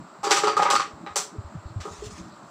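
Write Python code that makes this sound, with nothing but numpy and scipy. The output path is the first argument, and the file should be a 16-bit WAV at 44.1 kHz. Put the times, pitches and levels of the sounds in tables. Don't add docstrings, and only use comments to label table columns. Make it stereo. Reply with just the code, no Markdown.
import sys
import numpy as np
from scipy import signal
from scipy.fft import rfft, irfft, next_fast_len
from scipy.io import wavfile
from scipy.ndimage import uniform_filter1d

SR = 44100
rng = np.random.default_rng(int(sys.argv[2]) if len(sys.argv) > 2 else 0)


def wrap_up_sound(samples):
    columns = np.atleast_2d(samples).T
    tamed = np.clip(columns, -1, 1)
    steps = np.round(tamed * 32767).astype(np.int16)
    wavfile.write(sys.argv[1], SR, steps)


N = 110250


def amp(db):
    return 10 ** (np.asarray(db) / 20)


def unit(x):
    return x / np.sqrt(np.mean(x ** 2) + 1e-20)


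def along(points, hz):
    f, v = np.transpose(points)
    return np.interp(np.log(hz + 1), np.log(f + 1), v)


def curve(rows):
    s, v = np.transpose(rows)
    return np.interp(np.arange(N) / SR, s, v)


def filtered(x, response):
    m = next_fast_len(N + SR // 2)
    hz = np.fft.rfftfreq(m, 1 / SR)
    return irfft(rfft(x, m) * response(hz), m)[..., :N]


def rush(spectrum, patchy_db):
    z = signal.stft(rng.standard_normal(N), nperseg=512)[2]
    across_bands = uniform_filter1d(rng.standard_normal(z.shape), size=5, axis=0)
    patches = unit(uniform_filter1d(across_bands, size=8, axis=1))
    x = signal.istft(z * amp(patchy_db * patches), nperseg=512)[1][:N]
    return unit(filtered(x, lambda hz: amp(along(spectrum, hz))))


# time in seconds, rms level in dB.
RUMBLE_LEVEL = [(.01, -47), (.15, -54.5), (.3, -46), (.9, -45.5), (1.04, -44.5), (1.1, -51.5), (1.75, -50),
                (2.1, -50.5), (2.3, -47), (2.5, -52)]
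# frequency in Hz, relative level in dB.
RUMBLE_COLOUR = [(25, -37), (135, -8), (167, -1), (296, -7), (328, -0.5), (380, -32), (840, -120)]


def rumble():
    return amp(curve(RUMBLE_LEVEL)) * rush(RUMBLE_COLOUR, patchy_db=5.0)


# frequency in Hz, relative level in dB.
HUSH_COLOUR = [(220, -62), (380, 1.5), (496, -9), (572, 3.5), (713, -0.5), (1250, 2.5), (1690, -9.5),
               (2180, -15), (3400, -21), (4220, -16.5), (6550, -27), (7550, -13), (9260, -39.5),
               (13800, -47), (14800, -35), (15450, -41), (15600, -72)]
WHINE_HZ = [14919, 15119]
HUSH_DB, WHINE_DB = -48.5, -88


def hush():
    t = np.arange(N) / SR
    whine = sum(np.sin(2 * np.pi * hz * t) for hz in WHINE_HZ)
    noise = rush(HUSH_COLOUR, patchy_db=0.8)
    return amp(HUSH_DB) * noise + amp(WHINE_DB) * whine + rumble()


# time in seconds, rms level in dB.
SLIDE_LEVEL = [(1.78, -74), (1.84, -59), (1.92, -50), (2.03, -50.5), (2.065, -43.5), (2.1, -53.5),
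               (2.125, -47), (2.15, -51.5), (2.18, -47), (2.22, -56.5), (2.35, -66)]
# frequency in Hz, relative level in dB.
SKIN_COLOUR = [(1060, -14), (1800, 1), (2290, -1.5), (7450, 3), (10800, -19.5), (11800, -28), (14000, -27),
               (15100, -14), (15700, -55)]
# time of the crest in seconds, level in dB.
RUSTLES = [(1.69, -62), (2.33, -60.5)]
SLIDE_PATCHY_DB = 3.2
GRAIN_DB, GRAINS_PER_S = 1.8, 250
RUSTLE_HZ, RUSTLE_WIDTH_HZ, RUSTLE_S = 4230, 800, 0.028


def brush():
    t = np.arange(N) / SR
    grain_db = GRAIN_DB * np.interp(t * GRAINS_PER_S, np.arange(N), rng.standard_normal(N))
    slide = unit(amp(grain_db) * rush(SKIN_COLOUR, SLIDE_PATCHY_DB))
    rustle = filtered(rng.standard_normal(N), lambda hz: np.exp(-((hz - RUSTLE_HZ) / RUSTLE_WIDTH_HZ) ** 2))
    swells = sum(amp(db) * np.exp(-((t - s) / RUSTLE_S) ** 2) for s, db in RUSTLES)
    return amp(curve(SLIDE_LEVEL)) * slide + swells * unit(rustle)


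# start in seconds, envelope peak in dB, pitch in Hz, time to fall 60 dB in seconds.
THUMPS = [(0.932, -41, 82, 0.045), (1.106, -45.5, 88, 0.075), (1.383, -24.5, 99.5, 0.05),
          (1.445, -34, 79, 0.087), (1.55, -29, 154, 0.046), (1.57, -33, 101, 0.072),
          (1.655, -29, 74.5, 0.045), (1.702, -36.5, 112, 0.066), (1.76, -23, 101.6, 0.074),
          (1.801, -31.5, 83, 0.058), (1.907, -40, 86.4, 0.1), (1.987, -41.5, 59.6, 0.26),
          (2.062, -34, 106, 0.067), (2.129, -41.5, 82, 0.097), (2.204, -41.5, 66.6, 0.08)]
THUMP_RISE_S = 0.0018


def thumps():
    out, t = np.zeros(N + SR), np.arange(SR // 4) / SR
    for start_s, db, hz, length_s in THUMPS:
        rise = (1 - np.exp(-t / THUMP_RISE_S)) ** 2
        shape = amp(-60 * (t / length_s) ** 2) * rise
        bump = amp(db) * shape / shape.max() * np.sin(2 * np.pi * hz * t)
        out[round(start_s * SR):][:len(t)] -= bump
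    return out[:N]


# frequency in Hz, t60 of the early fall in seconds.
ROOM_T60 = [(300, 0.69), (800, 0.28), (2000, 0.38), (5500, 0.41), (14000, 0.31)]
BUILD_S, BEND_DB_PER_S2 = 0.0025, 490
ECHO_S, ECHO_DB = 0.0082, 0
ECHO_ABOVE_HZ = 1060
BASS_WET_DB = -8
CONTACT_S = 0.0063
TAP_DB = 4


def room(size, direct_db):
    band_hz, frame_s, z = signal.stft(rng.standard_normal(size), SR, nperseg=128)
    fall_db = -60 * frame_s / along(ROOM_T60, band_hz)[:, None] - BEND_DB_PER_S2 * frame_s ** 2
    decay = signal.istft(z * amp(fall_db), SR, nperseg=128)[1][:size]

    t, hz = np.arange(size) / SR, np.fft.rfftfreq(size, 1 / SR)
    upper = 1 / (1 + (ECHO_ABOVE_HZ / (hz + 1)) ** 8)
    diffuse = rfft(decay * (1 - np.exp(-t / BUILD_S))) * amp(BASS_WET_DB * (1 - upper))
    wall = amp(ECHO_DB) * np.exp(-2j * np.pi * hz * ECHO_S) * upper

    contact = amp(direct_db - 60 * t / CONTACT_S)
    first, second = rfft(contact * rng.standard_normal((2, size)))
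    tap = diffuse + amp(TAP_DB) * np.linalg.norm(contact) * (1 + wall)
    grit = diffuse + first + second * wall
    return tap, grit


MODE_SCATTER_DB = 2.5


def ringing(modes, hz):
    total = 0
    for k, (centre, width, db) in enumerate(modes):
        gain = amp(db + MODE_SCATTER_DB * rng.standard_normal())
        resonance = 1j * hz * width / (centre ** 2 - hz ** 2 + 1j * hz * width)
        total = total + (-1) ** k * gain * resonance
    return total


def causal(spectrum, hz):
    cepstrum = irfft(np.log(amp(along(spectrum, hz)) + 1e-8))
    half = len(cepstrum) // 2
    return np.exp(rfft(np.r_[cepstrum[0], 2 * cepstrum[1:half], np.zeros(half)]))


BLOW_SIZE = 16384

# start in seconds, relative level in dB, frequency in Hz.
PINGS = [(0.269, -40, 4640), (0.4724, -35.5, 4615), (0.757, -36.5, 4450), (1.063, -54.5, 3920),
         (1.158, -33.5, 6140)]
PING_WIDTH_HZ, PING_DIRECT_DB = 270, 11


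def pings():
    out, hz = np.zeros(N + BLOW_SIZE), np.fft.rfftfreq(BLOW_SIZE, 1 / SR)
    for start_s, db, ring_hz in PINGS:
        ring = ringing([(ring_hz, PING_WIDTH_HZ, 0)], hz) ** 2
        tap, _ = room(BLOW_SIZE, PING_DIRECT_DB)
        out[round(start_s * SR):][:BLOW_SIZE] += amp(db) * irfft(tap * ring) / np.abs(ring).std()
    return out[:N]


# start in seconds, relative levels in dB of the upper, low and middle board rings,
# clack levels in dB at 2.5 kHz and at 9 kHz, direct sound over the diffuse in dB (before TAP_DB for the rings).
KNOCKS = [(0.232, -27, -50, -21.5, -33, -24, -1), (0.243, -29, -29.5, -58, -24.5, -20, 7),
          (0.267, -34, -31.5, -33, -27, -35, 15.5), (0.297, -20, -40, -18, -30, -23, -0.5),
          (.309, -28, -20, -18, -9, -7, 7), (0.362, -20.5, -50, -21, -15, -12.5, -29),
          (0.435, -17.5, -17, -22, -20, -23.5, 5.5), (0.4718, -20.5, -40, -18.5, -18.5, -23.5, 8),
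          (0.531, -35.5, -38, -46, -31, -62, 14), (0.5677, -17.5, -25, -23, -24, -21.5, 5.5),
          (0.592, -21, -26, -11.5, -21, -45, 2), (.6235, -26, -30, -23, -18.5, -23, 11),
          (.654, -20.5, -38, -18.5, -17.5, -45, 6.5), (0.685, -36, -28.5, -23, -21, -67, 3),
          (0.7026, -25, -29, -23, -16, -10, 7), (0.732, -31, -42, -34.5, -43, -39, 20),
          (0.754, -24, -44, -30, -19.5, -21.5, 14.5), (.797, -23.5, -48, -31.5, -20.5, -28.5, 11),
          (.872, -55, -37.5, -42, -70, -70, 0), (1.064, -36.5, -43, -36, -31, -51, 6.5),
          (1.159, -29, -31, -24.5, -23.5, -6, 5.5), (1.351, -71, -41.5, -80, -75, -68, 8.5),
          (1.803, -40.5, -63, -44, -32, -32.5, -2), (1.852, -39, -30, -42, -70, -35, 7.5),
          (1.877, -52, -49, -49, -60, -60, 17.5), (2.021, -77, -34, -73, -69, -61, 12)]
# frequency in Hz, width in Hz, relative level in dB.
LOW_RING = [(329, 18, -5), (422, 22, 3.5)]
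MID_RING = [(572, 24, -8), (740, 20, -11), (810, 24, 0), (972, 22, -6)]
TOP_RING = [(1096.5, 94, 2.5), (1246.8, 52, 10.5), (1371, 15, 3.5), (1540, 160, -12.5)]
# frequency in Hz, relative level in dB.
CLACK_COLOUR = [(880, -16), (1500, 2.5), (2170, -1.5), (5230, -5), (5950, -2.5), (6570, -9), (7710, -4),
                (8520, -14.5), (11800, -31.5), (15500, -30), (16300, -88)]
LOW_HZ, HIGH_HZ = 2500, 9000
SOFT_HZ = 3780
SWELL_HZ, SWELL_WIDTH_HZ = 400, 130


def knocks():
    out, hz = np.zeros(N + BLOW_SIZE), np.fft.rfftfreq(BLOW_SIZE, 1 / SR)
    soft = 1 / (1 + 1j * hz / SOFT_HZ) ** 4
    hollow = 1j * hz / (SWELL_HZ ** 2 - hz ** 2 + 1j * hz * SWELL_WIDTH_HZ)
    bodies = ((soft, TOP_RING), (hollow, LOW_RING), (soft, MID_RING))
    for start_s, *rings_db, low_db, high_db, direct_db in KNOCKS:
        tilt = [(LOW_HZ, low_db), (HIGH_HZ, high_db)]
        colour = [(f, db + along(tilt, f)) for f, db in CLACK_COLOUR]
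        clack = causal([(200, -150)] + colour, hz)
        rings = [body * ringing(modes, hz) for body, modes in bodies]
        board = sum(amp(db) * ring / np.abs(ring).std() for ring, db in zip(rings, rings_db))
        tap, grit = room(BLOW_SIZE, direct_db)
        out[round(start_s * SR):][:BLOW_SIZE] += irfft(tap * board + grit * clack)
    return out[:N]


WIDE_DB = -30.5


def scene():
    mid = hush() + brush() + thumps() + pings() + knocks()
    side = amp(WIDE_DB) * rumble()
    return np.array([mid + side, mid - side])


TOP_HZ = 16460


def record(dry):
    return filtered(dry, lambda hz: hz < TOP_HZ)


dry = scene()
out = record(dry)
wrap_up_sound(out)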